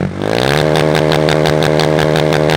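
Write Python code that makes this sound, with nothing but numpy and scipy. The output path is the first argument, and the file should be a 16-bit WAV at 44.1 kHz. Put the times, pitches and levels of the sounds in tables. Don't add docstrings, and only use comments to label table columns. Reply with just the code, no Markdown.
import sys
import numpy as np
from scipy import signal
from scipy.fft import rfft, irfft
from scipy.io import wavfile
from scipy.ndimage import uniform_filter1d

SR = 44100
rng = np.random.default_rng(int(sys.argv[2]) if len(sys.argv) > 2 else 0)


def materialize(psi):
    bounded = np.clip(np.atleast_2d(psi).T, -1, 1)
    quanta = np.round(bounded * 32767).astype(np.int16)
    wavfile.write(sys.argv[1], SR, quanta)


def volts(x):
    e = np.asarray(x, float) / 20
    return 10 ** e


N = 112896
SIZE = 4096

# start_s, puff_db, ring_db, tick_db
BLIP_BEATS = [
    (.0078, -2.5, -8.5, -13.5),
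    (.0293, 0, -6, -10),
    (0.0507, -4.5, -4.5, -11),
    (0.071, -13, -8.5, -41),
    (0.0929, -19, -16.5, -34),
]
# freq_hz, level_db
BLIP_PUFF = [(60, -8), (200, 3), (350, 4.5), (600, -4.5), (1000, -13), (2200, -25)]
# freq_hz, level_db (per Hz)
CLATTER_TONE = [(40, -11), (150, -4), (550, -3.5), (1000, -6.5), (1900, -12), (2700, -19), (6000, -25),
                (16000, -50.5)]
# time_s, level_db
CLATTER_LEVEL = [(0, -31), (.1, -34.5), (.25, -29.5), (.45, -28), (.62, -24.5), (2.56, -25)]
# centre_hz, width_hz, lift_db
SHELL = [(1620, 300, 4), (2100, 350, 5), (3500, 1300, 5), (8700, 900, 9)]
# multiple_of_cycle_rate, cut_db, firing_db, cut_lag_turns, firing_lag_turns
HUM_ORDERS = [(1, -32, -36, 0.22, 0.53), (2, -15, -14, 0.92, 0.69)]
# time_s, cycle_number
CLIMB_CYCLES = [(.1118, 0), (.1762, 3), (.2378, 6), (.2958, 9), (.3500, 12), (.4005, 15), (.4478, 18),
                (.4922, 21), (.5343, 24), (.5747, 27)]
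# time_s, puff_db, crack_db, puff_pitch_share, hum_db
THROTTLE_OPENING = [
    (.1, -29, -37, 0.47, -6),
    (.17, -10, -48, 0.63, -8.5),
    (0.221, -3, -3.5, 0.67, -8),
    (.27, 0.5, 0.5, 0.83, -7.5),
    (.34, 3.5, 7, 0.87, -7.5),
    (.42, 1.5, 9.5, 0.83, -2),
    (.52, 1.5, 10.5, 0.77, 0.5),
    (.6, 1.5, 11.5, 0.78, 0),
]
# freq_hz, level_db
FIRED_PUFF = [(60, -16), (230, -7), (380, -4), (540, 0), (690, -4), (820, -10), (1100, -16), (2200, -25)]
# freq_hz, level_db
CRACK_TONE = [(300, -5), (1000, -2), (1700, -2.5), (2600, -6), (4200, -3.5), (6000, -13.5), (10000, -23),
              (16000, -22.5)]
# pitch_hz, level_db, t60_s
PIPE_MODES = [(192, -21.5, 0.03), (362, -22.5, 0.032)]
# time_s, level_db
PIPE_LEVEL = [(.1, 6.5), (.25, 4), (.4, 7), (.55, 3.5), (.62, -20)]
# pitch_hz, level_db, t60_s, start_s (after the dip)
FIRED_NOTES = [(1600, -17, .012, -.00047), (3600, -22, .007, .00016), (760, -18, .015, -.00095)]
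LIMITER_TURNS = [.6135, .7566, .8083, .9508, .9897, 1.1195, 1.1583, 1.2884, 1.3274, 1.4574, 1.4964, 1.6266,
                 1.6654, 1.7957, 1.8474, 1.9900, 2.0289, 2.1589, 2.1978, 2.3279, 2.3668, 2.4974, 2.5619]
# freq_hz, level_db
COLD_PUFF = [(60, -44), (230, -5.5), (310, 0), (620, 1.5), (700, -8.5), (860, -14), (950, -14.5),
             (2200, -28.5)]
# pitch_hz, level_db, t60_s, start_s (after the dip)
COLD_SHELL_NOTES = [(1620, -21, .014, -.0001), (1120, -23, .04, -.0002), (2100, -24, .015, 0),
                    (840, -25, .04, .0003)]

LIMIT_HZ, SAG_HZ_PER_S, PULL_HZ_PER_S = 77, -29, 40
COLD_LAG_S = .0026
FIRED_DB, COLD_DB, PUFF_SPREAD_DB = 0, 1, .4
FIRED_AFTER, COLD_AFTER = .1, .25
FIRED_SKEW, COLD_SKEW = .45, 0
THUD_HZ, THUD_T60_S = 175, 0.057
TICK_HZ, TICK_T60_S, TICK_DB, TICK_QUICKER = 1700, 0.0045, 2, 3.4
CRACK_DB, COLD_CRACK_DB, CRACK_SPREAD_DB, COLOUR_DB = -15, -3, 1.5, 2.5
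CRACK_LAG_S, CRACK_RISE_S, EVEN = .0002, .0006, .3
CRACK_T60_S, CRACK_TAIL_DB, TAIL_T60_S = 0.0062, -15.5, 0.018
CLATTER_THROB = 0.29
KICK_HZ, KICK_T60_S, KICK_DB, KICK_SPREAD_DB = 68, 0.13, -26.5, 4
CEILING, MIC_LOW_HZ, EDGE_HZ = 1.1, 55, 15900


def read(points, hz):
    f, value = np.transpose(points)
    return np.interp(np.log(hz + 1), np.log(f + 1), value)


def shell_db(hz):
    return sum(db / (1 + (2 * (hz - f) / width) ** 2) for f, width, db in SHELL)


def throttle(t, column):
    rows = np.array(THROTTLE_OPENING)
    return np.interp(t, rows[:, 0], rows[:, column])


def crank():
    knots, count = np.transpose(CLIMB_CYCLES)
    knots = np.append(knots, LIMITER_TURNS)
    steps = np.append(np.diff(count), [3, *np.round(np.diff(LIMITER_TURNS) * LIMIT_HZ)])
    mean = steps / np.diff(knots)
    mid = (knots[1:] + knots[:-1]) / 2
    stretch = np.arange(len(mid)) - len(CLIMB_CYCLES)
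    spark = (stretch < 0) | (stretch % 2 == 1)
    drift = np.where(spark, PULL_HZ_PER_S, SAG_HZ_PER_S)
    slope = np.where(mid < LIMITER_TURNS[0], np.gradient(mean, mid), drift)
    t = np.arange(N) / SR
    k = np.clip(np.searchsorted(knots, t) - 1, 0, len(mid) - 1)
    u, span = t - knots[k], np.diff(knots)[k]
    bend = slope[k] * np.maximum(u, 0) * (u - span) / 2
    return np.append(0, np.cumsum(steps))[k] + mean[k] * u + bend


def cycles(turns):
    times = np.interp(np.arange(int(turns[-1]) + 1), turns, np.arange(N) / SR)
    fired = times < LIMITER_TURNS[0] + 1e-3
    for first, last in zip(LIMITER_TURNS[1::2], LIMITER_TURNS[2::2]):
        fired |= (times > first - 1e-3) & (times < last + 1e-3)
    return times, fired


def place(times, spectra):
    at = np.asarray(times) * SR
    turn = np.exp(-2j * np.pi * (at % 1)[:, None] * np.arange(SIZE // 2 + 1) / SIZE)
    sounds = np.fft.fftshift(irfft(spectra * turn), axes=1)
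    out = np.zeros(N + 2 * SIZE)
    for n, sound in zip(at.astype(int), sounds):
        out[n + SIZE // 2:][:SIZE] += sound
    return out[SIZE:][:N]


def puffs(times, shape, db, share, skew, after):
    hz = np.fft.rfftfreq(SIZE, 1 / SR) / share[:, None]
    rolloff_db = 90 * np.maximum(np.log2(hz / 2300 + 1e-9), 0)
    z = volts(read(shape, hz) - rolloff_db) * np.minimum(hz / 60, 1) ** 2
    log = np.log(np.maximum(z, 1e-3))
    lag = signal.hilbert(np.hstack([log, log[:, -2:0:-1]])).imag[:, :z.shape[1]]
    z = -z * np.exp(1j * (skew - after * lag))
    wave = np.fft.fftshift(irfft(z), axes=1)
    dip = wave.argmin(1)[:, None] - SIZE // 2
    z = z * np.exp(2j * np.pi * dip * np.arange(z.shape[1]) / SIZE) / -wave.min(1)[:, None]
    return place(times, z * volts(db)[:, None])


def cracks(times, db, quick=1):
    t = (np.arange(SIZE // 2) / SR - CRACK_LAG_S) * quick
    hz = np.fft.rfftfreq(SIZE, 1 / SR)
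    decay = volts(-60 * t / CRACK_T60_S) + volts(CRACK_TAIL_DB - 60 * t / TAIL_T60_S)
    shape = np.clip(t / CRACK_RISE_S, 0, 1) * decay
    z = rfft(rng.standard_normal((len(times), SIZE // 2)) * shape, SIZE)
    power = abs(z) ** 2
    z = z / (uniform_filter1d(power, size=41, axis=1) / np.mean(power)) ** (EVEN / 2)
    colour = uniform_filter1d(rng.standard_normal((len(times), len(hz))), 121, axis=1) * 11
    tone = volts(read(CRACK_TONE, hz) + shell_db(hz))
    tone = tone / np.sqrt(np.mean(tone ** 2))
    db = db + CRACK_SPREAD_DB * rng.standard_normal(len(times))
    return place(times, z * tone * volts(db[:, None] + COLOUR_DB * colour))


def ring(times, db, hz, t60, start=0.0016):
    t = np.arange(SIZE // 2) / SR
    note = volts(-60 * t / t60) * np.sin(2 * np.pi * hz * t)
    return place(times + start, rfft(note, SIZE) * volts(db)[:, None])


def blip_thuds():
    s, puff_db, ring_db, tick_db = np.transpose(BLIP_BEATS)
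    x = ring(s, ring_db, THUD_HZ, THUD_T60_S)
    x += puffs(s, BLIP_PUFF, puff_db, 1 + 0 * s, FIRED_SKEW, FIRED_AFTER)
    x += ring(s, TICK_DB + tick_db, TICK_HZ, TICK_T60_S, 0.000895)
    return x + cracks(s + 0.00071, CRACK_DB + tick_db, TICK_QUICKER)


def clatter(turns):
    hz = np.fft.rfftfreq(N, 1 / SR)
    x = irfft(rfft(rng.standard_normal(N)) * volts(read(CLATTER_TONE, hz) + shell_db(hz)), N)
    s, db = np.transpose(CLATTER_LEVEL)
    throb = 1 + CLATTER_THROB * np.cos(2 * np.pi * (turns - .3))
    return x / x.std() * volts(np.interp(np.arange(N) / SR, s, db)) * throb


def crank_hum(turns, times, fired):
    t = np.arange(N) / SR
    on = np.interp(t, times, fired * 1.)
    x = np.zeros(N)
    for k, cut_db, firing_db, cut_lag, firing_lag in HUM_ORDERS:
        db = cut_db + (firing_db - cut_db) * on + throttle(t, column=4) * 2 / k
        lag = cut_lag + (firing_lag - cut_lag) * on
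        x += volts(db) * np.cos(2 * np.pi * (k * turns - lag))
    return x * np.clip(t / 0.155, 0, 1)


def fired_cycles(times, spread):
    puff_db = FIRED_DB + throttle(times, column=1) + spread
    crack_db = throttle(times, column=2)
    x = puffs(times, FIRED_PUFF, puff_db, throttle(times, column=3), FIRED_SKEW, FIRED_AFTER)
    x += cracks(times, CRACK_DB + crack_db)
    pipe_db = np.interp(times, *np.transpose(PIPE_LEVEL)) + 3 * spread
    for hz, db, t60 in PIPE_MODES:
        x += ring(times, db + pipe_db, hz, t60)
    for hz, db, t60, start in FIRED_NOTES:
        x += ring(times, db + crack_db + 4 * spread, hz, t60, start)
    return x


def limiter_kicks(times):
    times = times[times > .45]
    db = KICK_DB + KICK_SPREAD_DB * rng.standard_normal(len(times))
    return ring(times, db, KICK_HZ, KICK_T60_S)


def cold_cycles(times, spread):
    x = puffs(times, COLD_PUFF, COLD_DB + spread, 1 + 0 * times, COLD_SKEW, COLD_AFTER)
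    x += cracks(times, CRACK_DB + COLD_CRACK_DB + 0 * times)
    for hz, db, t60, start in COLD_SHELL_NOTES:
        x += ring(times, db + 4 * spread, hz, t60, start)
    return x


def scene():
    turns = crank()
    times, fired = cycles(turns)
    hot, cold = times[fired], times[~fired] + COLD_LAG_S
    spread = PUFF_SPREAD_DB * rng.standard_normal(len(times))
    exhaust = fired_cycles(hot, spread[fired]) + cold_cycles(cold, spread[~fired])
    exhaust += limiter_kicks(hot)
    engine = crank_hum(turns, times, fired) + blip_thuds() + clatter(turns)
    return (exhaust + engine)[None]


def top_cut(x):
    return signal.sosfilt(signal.butter(12, 16960, fs=SR, output="sos"), x)


def record(dry):
    held = dry / (1 + abs(dry / CEILING) ** 4) ** .25
    bass_cut = signal.butter(2, MIC_LOW_HZ, "high", fs=SR, output="sos")
    held = signal.sosfiltfilt(bass_cut, held)
    treble_cut = signal.firwin(511, EDGE_HZ, window=("kaiser", 9), fs=SR)
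    limited = signal.oaconvolve(held, treble_cut[None], "same")
    return top_cut(np.clip(limited, -1, 1))


dry = scene()
out = record(dry)
materialize(out)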